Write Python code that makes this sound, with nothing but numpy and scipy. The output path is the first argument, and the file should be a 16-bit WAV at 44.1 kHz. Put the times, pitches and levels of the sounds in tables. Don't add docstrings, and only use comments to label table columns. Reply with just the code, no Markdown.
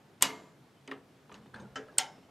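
import sys
import numpy as np
from scipy import signal
from scipy.fft import rfft, irfft
from scipy.io import wavfile
from scipy.ndimage import uniform_filter1d

SR = 44100
rng = np.random.default_rng(int(sys.argv[2]) if len(sys.argv) > 2 else 0)


def int16_out(signal):
    q = np.round(np.clip(np.atleast_2d(signal).T, -1, 1) * 32767)
    wavfile.write(sys.argv[1], SR, q.astype(np.int16))


def attenuation_scalar(level_db):
    decades = np.asarray(level_db, float) / 20
    return 10 ** decades


N = 101430
SIDE_DB = -20.5


def evened(x):
    return x / np.sqrt(np.mean(x ** 2) + 1e-20)


def read(points, hz):
    f, value = np.transpose(points)
    return np.interp(np.log(hz + 1), np.log(f + 1), value)


def add(mix, start_s, sound):
    part = mix[:, round(start_s * SR):][:, :sound.shape[-1]]
    part += sound[:, :part.shape[1]]


def level(curve):
    s, db = np.transpose(curve)
    return attenuation_scalar(np.interp(np.arange(N) / SR, s, db, left=-140, right=-140))


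def resonate(x, hz, width_hz):
    turn = np.exp(2j * np.pi * hz * np.arange(x.shape[-1]) / SR)
    r = np.exp(-np.pi * width_hz / SR)
    return 2 * (turn * signal.lfilter([(1 - r) ** 2], [1, -2 * r, r * r], x / turn)).real


def noise(tone, side, patchy_db):
    hz = np.fft.rfftfreq(1024, 1 / SR)
    a, b, c, d, patches = rng.standard_normal((N // 256 + 5, 513, 5)).T
    patches = uniform_filter1d(patches, size=8, axis=0)
    patches = evened(uniform_filter1d(patches, size=12, axis=1))
    side_part = (c + 1j * d) * attenuation_scalar(read(side, hz))[:, None]
    z = np.array([a + 1j * b, side_part]) * attenuation_scalar(read(tone, hz)[:, None] + patchy_db * patches)
    x = signal.istft(z, nperseg=1024, noverlap=768)[1][:, :N]
    return x / np.std(x[0])


# pitch_hz [Hz], level_db [dB per Hz]
AIR_TONE = [(24, -68), (40, -41.5), (134, -3.5), (377, -12), (461, -14), (3130, -29), (13500, -43),
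            (16500, -60)]
# pitch_hz [Hz], side_under_mid_db [dB]
AIR_SIDE = [(60, -25.5), (240, -16), (950, -8.5), (3770, -7), (15000, -10)]


def air():
    drone = evened(resonate(rng.standard_normal(N), hz=137.2, width_hz=10))
    drone_db = -68.5
    wash = attenuation_scalar(-60.5) * noise(AIR_TONE, AIR_SIDE, patchy_db=1.0)
    return wash + drone * attenuation_scalar([[drone_db], [drone_db + SIDE_DB]])


def fade(hz, t60, t, cycles):
    decay = np.exp(-np.log(1000) * t / t60[:, None])
    return decay * (1 - np.exp(-t * hz[:, None] / cycles))


def rings(hz, t60, phase, t):
    drift = np.cumsum(rng.standard_normal((len(hz), len(t))), axis=1)
    waver = 0.0035 * (hz[:, None] / 2000) * drift
    swell_cycles = 3.1
    return np.sin(2 * np.pi * (hz[:, None] * t + phase[:, None] + waver)) * fade(hz, t60, t, swell_cycles)


def clear_modes(hz, t60, t):
    a = rng.random((5, len(hz)))
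    twins = 0
    for k, side in ((1, -1.013), (3, 1.0)):
        split_hz = 30 * side * (0.3 + a[k]) * (hz / 2000) ** 0.803
        twins = twins + rings(hz + split_hz, t60, a[k + 1], t)
    return rings(hz, t60, a[0], t) + attenuation_scalar(-2) * twins


# start_s [s], clatter_db [dB], clear_db [dB], damping [factor], brightness_db [dB per octave]
FRONT_PIN_BLOWS = [
    (0.2101, -45.5, -61.5, 3.3, -4),
    (0.219, -41, -69.5, 13.6, 0.5),
    (0.223, -26, -32, 0.94, 0.58),
]
REAR_PIN_BLOWS = [
    (1.9809, -40.5, -60, 3.3, 1.5),
    (1.9841, -31, -30.5, 1.044, 0.11),
]
LINK_BLOWS = [
    (1.757, -40.5, -45, 1.23, 1.04),
    (1.883, -59, -95, 0.77, -6),
]
LATCH_BLOWS = [
    (0.8763, -51.5, -61.5, 1.09, 0),
    (0.9123, -44, -57, 1.34, -0.3),
    (1.294, -59.5, -76, 2.3, -2),
    (1.316, -56, -71.5, 1.29, -1),
    (1.459, -61, -74, 1.7, -2.5),
]
LEVER_BLOWS = [
    (1.342, -54.5, -78, 1.16, 1.5),
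    (1.5413, -53.5, -51, 0.95, -2.4),
    (1.559, -57.5, -56, 0.89, -0.5),
    (1.587, -62, -60, 0.55, -3),
    (1.598, -68, -64, 0.75, 5.5),
]
# pitch_hz [Hz], level_db [dB], t60_s [s]
FRONT_PIN = ([(88, -50), (150, -18.5), (905, -13.5), (2400, -8), (8500, -15), (9600, -22.5), (13000, -24.5),
              (16000, -45.5)], [ (194.2, -21.5, 1), (270.5, -13.5, 0.64), (433, -16.5, 0.97),
              (902.6, -11.5, 0.28), (1167, -16, 0.54), (2130, -13.5, 0.48), (2255, -7.5, 0.21),
              (2494, -12.5, 0.2), (2890, -1.5, 0.2), (4506, -23, 0.24), (5490, -6, 0.06), (6722, -13, 0.2),
              (7200, -31.5, 0.83), (11500, -24.5, 0.3)])
REAR_PIN = ([(88, -69), (150, -44.5), (854, -7.5), (1060, -16.5), (2060, -6), (6800, -11), (9500, -18),
             (16000, -32)], [ (266, -22.5, 0.72), (762, -10, 0.36), (821, -9.5, 0.26), (892.4, -9.5, 0.33),
             (1368, -17.5, 0.36), (1552, -14, 0.25), (2130, -20.5, 0.46), (3063, -11.5, 0.24),
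             (4250, -8.5, 0.074), (5330, -28, 0.65), (6680, -6.5, 0.1)])
LINK = ([(88, -54), (150, -37.5), (414, -6.5), (1060, -16.5), (1660, -7.5), (3920, -26), (6770, -25.5),
         (16000, -70)], [(267.2, -1.5, 0.92), (435, 0.5, 1), (777, -8, 0.97), (1322, 4.5, 0.19),
         (1578, -5.5, 0.31), (1897, 5, 0.082), (3050, -1.5, 0.14), (5170, -7.5, 0.11)])
LATCH = ([(150, -16.5), (260, -7.5), (700, -6), (1500, -6), (3400, -13), (5500, -31), (9000, -34.5),
          (16000, -75)], [ (269, 10.5, 0.89), (367, 3.5, 0.43), (418, 11, 0.33), (2100, -12, 0.13),
          (3060, -14, .15)])
LEVER = ([(250, -14), (1600, -5.5), (2500, -10), (4200, -17.5), (8000, -26.5), (16000, -60)],
          [ (880, -4, .1), (1400, -10.5, 0.33), (1612, -1.5, .12), (4200, -20, 0.084), (8700, -23, 0.091)])
# pitch_hz [Hz], t60_s [s]
CLATTER_RING = [(150, 0.54), (400, 0.72), (1000, 0.35), (2500, 0.18), (5000, 0.16), (9000, 0.18),
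                (15000, 0.052)]
STRUCK = [(FRONT_PIN_BLOWS, FRONT_PIN), (REAR_PIN_BLOWS, REAR_PIN), (LINK_BLOWS, LINK),
          (LATCH_BLOWS, LATCH), (LEVER_BLOWS, LEVER)]


def jack():
    out, size = np.zeros((2, N)), 2 ** 14
    t, hz = np.arange(size) / SR, np.fft.rfftfreq(size, 1 / SR)
    octaves = np.log2((hz + 1) / 2000)
    mid_hz = np.geomspace(100, 18000, 11)
    bands = np.array([np.interp(np.log(hz + 1), np.log(mid_hz), row) for row in np.eye(len(mid_hz))])
    t60, cycles = read(CLATTER_RING, mid_hz), 1.2
    splash = attenuation_scalar(-1) * fade(mid_hz, 0.13 * t60, t, cycles)
    body = fade(mid_hz, t60, t, cycles) + splash
    tail = attenuation_scalar(-22.5) * fade(mid_hz, 3.4 * t60, t, cycles)
    end_fade = np.cos(np.pi / 2 * (t / t[-1]) ** 3)
    for blows, (tone, modes) in STRUCK:
        mode_hz, mode_db, mode_t60 = np.transpose(modes)
        mode_t60 = np.minimum(mode_t60, 0.81)
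        lumps = uniform_filter1d(rng.standard_normal(len(hz)), size=40)
        lumps = evened(uniform_filter1d(lumps, size=30))
        for start_s, clatter_db, clear_db, damping, tilt_db in blows:
            colour = evened(attenuation_scalar(read(tone, hz) + tilt_db * octaves))
            z = rfft(rng.standard_normal((2, 1, size))) * colour
            clatter = 0
            for lumps_db, decay in ((2.2, body), (3, tail)):
                lumpy = z * evened(attenuation_scalar(lumps_db * lumps))
                clatter = clatter + (irfft(lumpy * bands) * decay).sum(1)
            gain = attenuation_scalar(mode_db + tilt_db * np.log2(mode_hz / 2000))
            signs = rng.choice([-1, 1], (2, len(mode_hz)))
            clear = (gain * signs) @ clear_modes(mode_hz, mode_t60, t)
            blow = attenuation_scalar(clatter_db) * clatter + attenuation_scalar(clear_db) * clear
            add(out, start_s, blow * np.exp(-(damping - 1) * 25 * t) * end_fade)
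    return out * attenuation_scalar([[0], [SIDE_DB]])


def bursts(table, rise_cycles, side_db):
    out, t = np.zeros((2, N)), np.arange(2500) / SR
    for start_s, peak_db, hz, length_s in table:
        u = t / length_s
        rise = np.minimum(t * hz / rise_cycles, 1)
        fall = np.exp(-u ** 3) + 0.18 * np.exp(-u / 3.6)
        shape = rise * fall * np.cos(np.pi / 2 * t / t[-1])
        phase = rng.random((2, 1))
        waver = 0.012 * np.sqrt(hz / 4000) * np.cumsum(rng.standard_normal(len(t)))
        tone = np.sin(2 * np.pi * (hz * t + phase + waver))
        add(out, start_s, attenuation_scalar(peak_db) * shape * tone * attenuation_scalar([[0], [side_db]]))
    return out


# start_s [s], peak_db [dB],
# pitch_hz [Hz], length_s [s]
CRACKS = [(0.2243, -28, 2250, 0.0022), (0.224, -25.5, 998.5, 0.0044), (.2235, -8, 7230, 0.00065),
          (.2242, -7, 8400, 0.0011), (.2243, -17.5, 11670, 0.0021), (.2272, -23.5, 6993, .003),
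          (0.2315, -23, 7300, 0.0012), (0.8765, -45.5, 6470, 0.00068), (0.915, -33.5, 1837, 0.0049),
          (1.3245, -58, 6040, 0.0018), (1.467, -66, 3630, 0.0049), (1.599, -60.5, 3660, 0.0083),
          (1.6, -64.5, 6440, 0.016), (1.613, -69, 8300, 0.014), (1.9817, -23, 8700, 0.00067),
          (1.9835, -4.5, 7710, 0.00067), (1.9838, -21.5, 3110, 0.0013), (1.9852, -18.5, 8580, 0.0021)]


def cracks():
    return bursts(CRACKS, rise_cycles=0.6, side_db=-17.5)


# start_s [s], peak_db [dB], pitch_hz [Hz], length_s [s]
TICKS = [(.2235, -17.5, 3425, 0.0012), (.226, -40, 2920, 0.041), (.877, -50, 7940, 0.001),
         (.878, -48.5, 2250, .006), (.878, -48, 463, 0.0069), (.879, -58, 4910, 0.005),
         (.909, -70, 8560, 0.006), (.9135, -54, 4920, .003), (.914, -39, 1103, .004),
         (.915, -53, 3470, .006), (.921, -37, 1177, 0.0046), (1.295, -51, 1270, 0.004),
         (1.301, -49, 1000, .004), (1.315, -57, 2690, .002), (1.317, -50.5, 1177, 0.015),
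         (1.325, -57.5, 7400, 0.0021), (1.326, -65, 4000, .003), (1.3425, -49, 4000, .002),
         (1.3425, -55.5, 6640, .002), (1.3425, -49, 2800, 0.0024), (1.348, -69, 6600, 0.0088),
         (1.36, -74, 5400, 0.013), (1.538, -54, 1400, .004), (1.5425, -38, 1556, 0.0035),
         (1.545, -59, 4200, .012), (1.545, -58.5, 3500, 0.011), (1.542, -66, 9030, 0.011),
         (1.56, -50.5, 1695, .012), (1.555, -43, 200, .008), (1.582, -53, 880, 0.0088),
         (1.587, -54, 1567, 0.013), (1.615, -47.5, 478, 0.0095), (1.635, -60, 1500, 0.014),
         (1.652, -59, 1380, 0.016), (1.885, -53.5, 1320, 0.011), (1.893, -55.5, 1656, 0.011),
         (1.972, -51, 1510, 0.0059), (1.545, -50, 95, .03), (1.6, -48, 115.2, 0.036), (1.7, -54, 60, .04),
         (1.459, -54.5, 812, 0.0054), (1.9835, -25.5, 4300, .002), (1.99, -35, 5400, .012),
         (2.005, -45, 3610, 0.011), (.2235, -24.5, 4700, .003), (.305, -42, 2090, 0.0051),
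         (.328, -45.5, 934, .008), (1.992, -37.5, 2040, 0.0074), (1.996, -37, 901, 0.015),
         (2.064, -52, 3063, 0.0074)]


def chatter():
    return bursts(TICKS, rise_cycles=1.6, side_db=-21)


# start_s [s], length_s [s], pitch_hz [Hz], level_db [dB]
CHIRPS = [
    (.755, 0.045, 3070, -71.5),
    (2.226, 0.042, 3050, -71),
]


def bird():
    out = np.zeros((2, N))
    for start_s, length_s, hz, db in CHIRPS:
        t = np.arange(0, length_s, 1 / SR)
        whistle = np.sin(np.pi * t / length_s) * np.sin(2 * np.pi * hz * t)
        add(out, start_s, attenuation_scalar([[db], [db - 18]]) * whistle)
    return out


# pitch_hz [Hz], width_hz [Hz], level_db [dB]
DECK_MODES = [(66, 49, -11), (123, 12, -2), (208.2, 42, 0.5), (442, 220, -5.5), (827.7, 250, -11)]
# time_s [s], level_db [dB]
LOAD = [(1.25, -83), (1.36, -62.5), (1.52, -64), (1.55, -55.5), (1.58, -55.5), (1.63, -48), (1.655, -50.5),
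        (1.69, -62.5), (1.82, -64.5)]


def deck():
    push = rng.standard_normal((2, N))
    groan = sum(attenuation_scalar(db) * evened(resonate(push, hz, width_hz)) for hz, width_hz, db in DECK_MODES)
    return evened(groan) * level(LOAD) * attenuation_scalar([[3], [SIDE_DB]])


# time_s [s], level_db [dB]
SCRAPE = [(1.27, -89), (1.35, -57.5), (1.5, -73), (1.62, -59), (1.7, -70), (1.95, -61), (2.1, -65),
          (2.33, -65.5)]
# pitch_hz [Hz], level_db [dB]
SCRAPE_TONE = [(200, 1), (450, -1), (1000, 4), (1600, -11), (3000, -10), (7000, -21), (15000, -44)]


def scrape():
    slips = rng.exponential(1, N) * (rng.random(N) < 200 / SR)
    slip_s = 0.0046
    grit = signal.lfilter([0.5], [1, -np.exp(-1 / (slip_s * SR))], slips)
    grit = 0.35 + np.tanh(grit)
    rub = noise(SCRAPE_TONE, [(100, SIDE_DB), (9000, SIDE_DB)], patchy_db=4.5)
    return rub * grit * level(SCRAPE)


def scene():
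    mid, side = air() + jack() + cracks() + chatter() + bird() + deck() + scrape()
    return np.array([mid + side, mid - side])


def top_cut(x):
    return signal.sosfilt(signal.butter(12, 16660, fs=SR, output="sos"), x)


def record(dry):
    ceiling, low_cut_hz, top_hz = 0.49, 70, 15900
    firm = dry / (1 + abs(dry / ceiling) ** 4) ** (1 / 4)
    firm = signal.sosfilt(signal.butter(1, low_cut_hz, "high", fs=SR, output="sos"), firm)
    firm = signal.oaconvolve(firm, signal.firwin(255, top_hz, fs=SR)[None], "same")
    return top_cut(firm)


dry = scene()
out = record(dry)
int16_out(out)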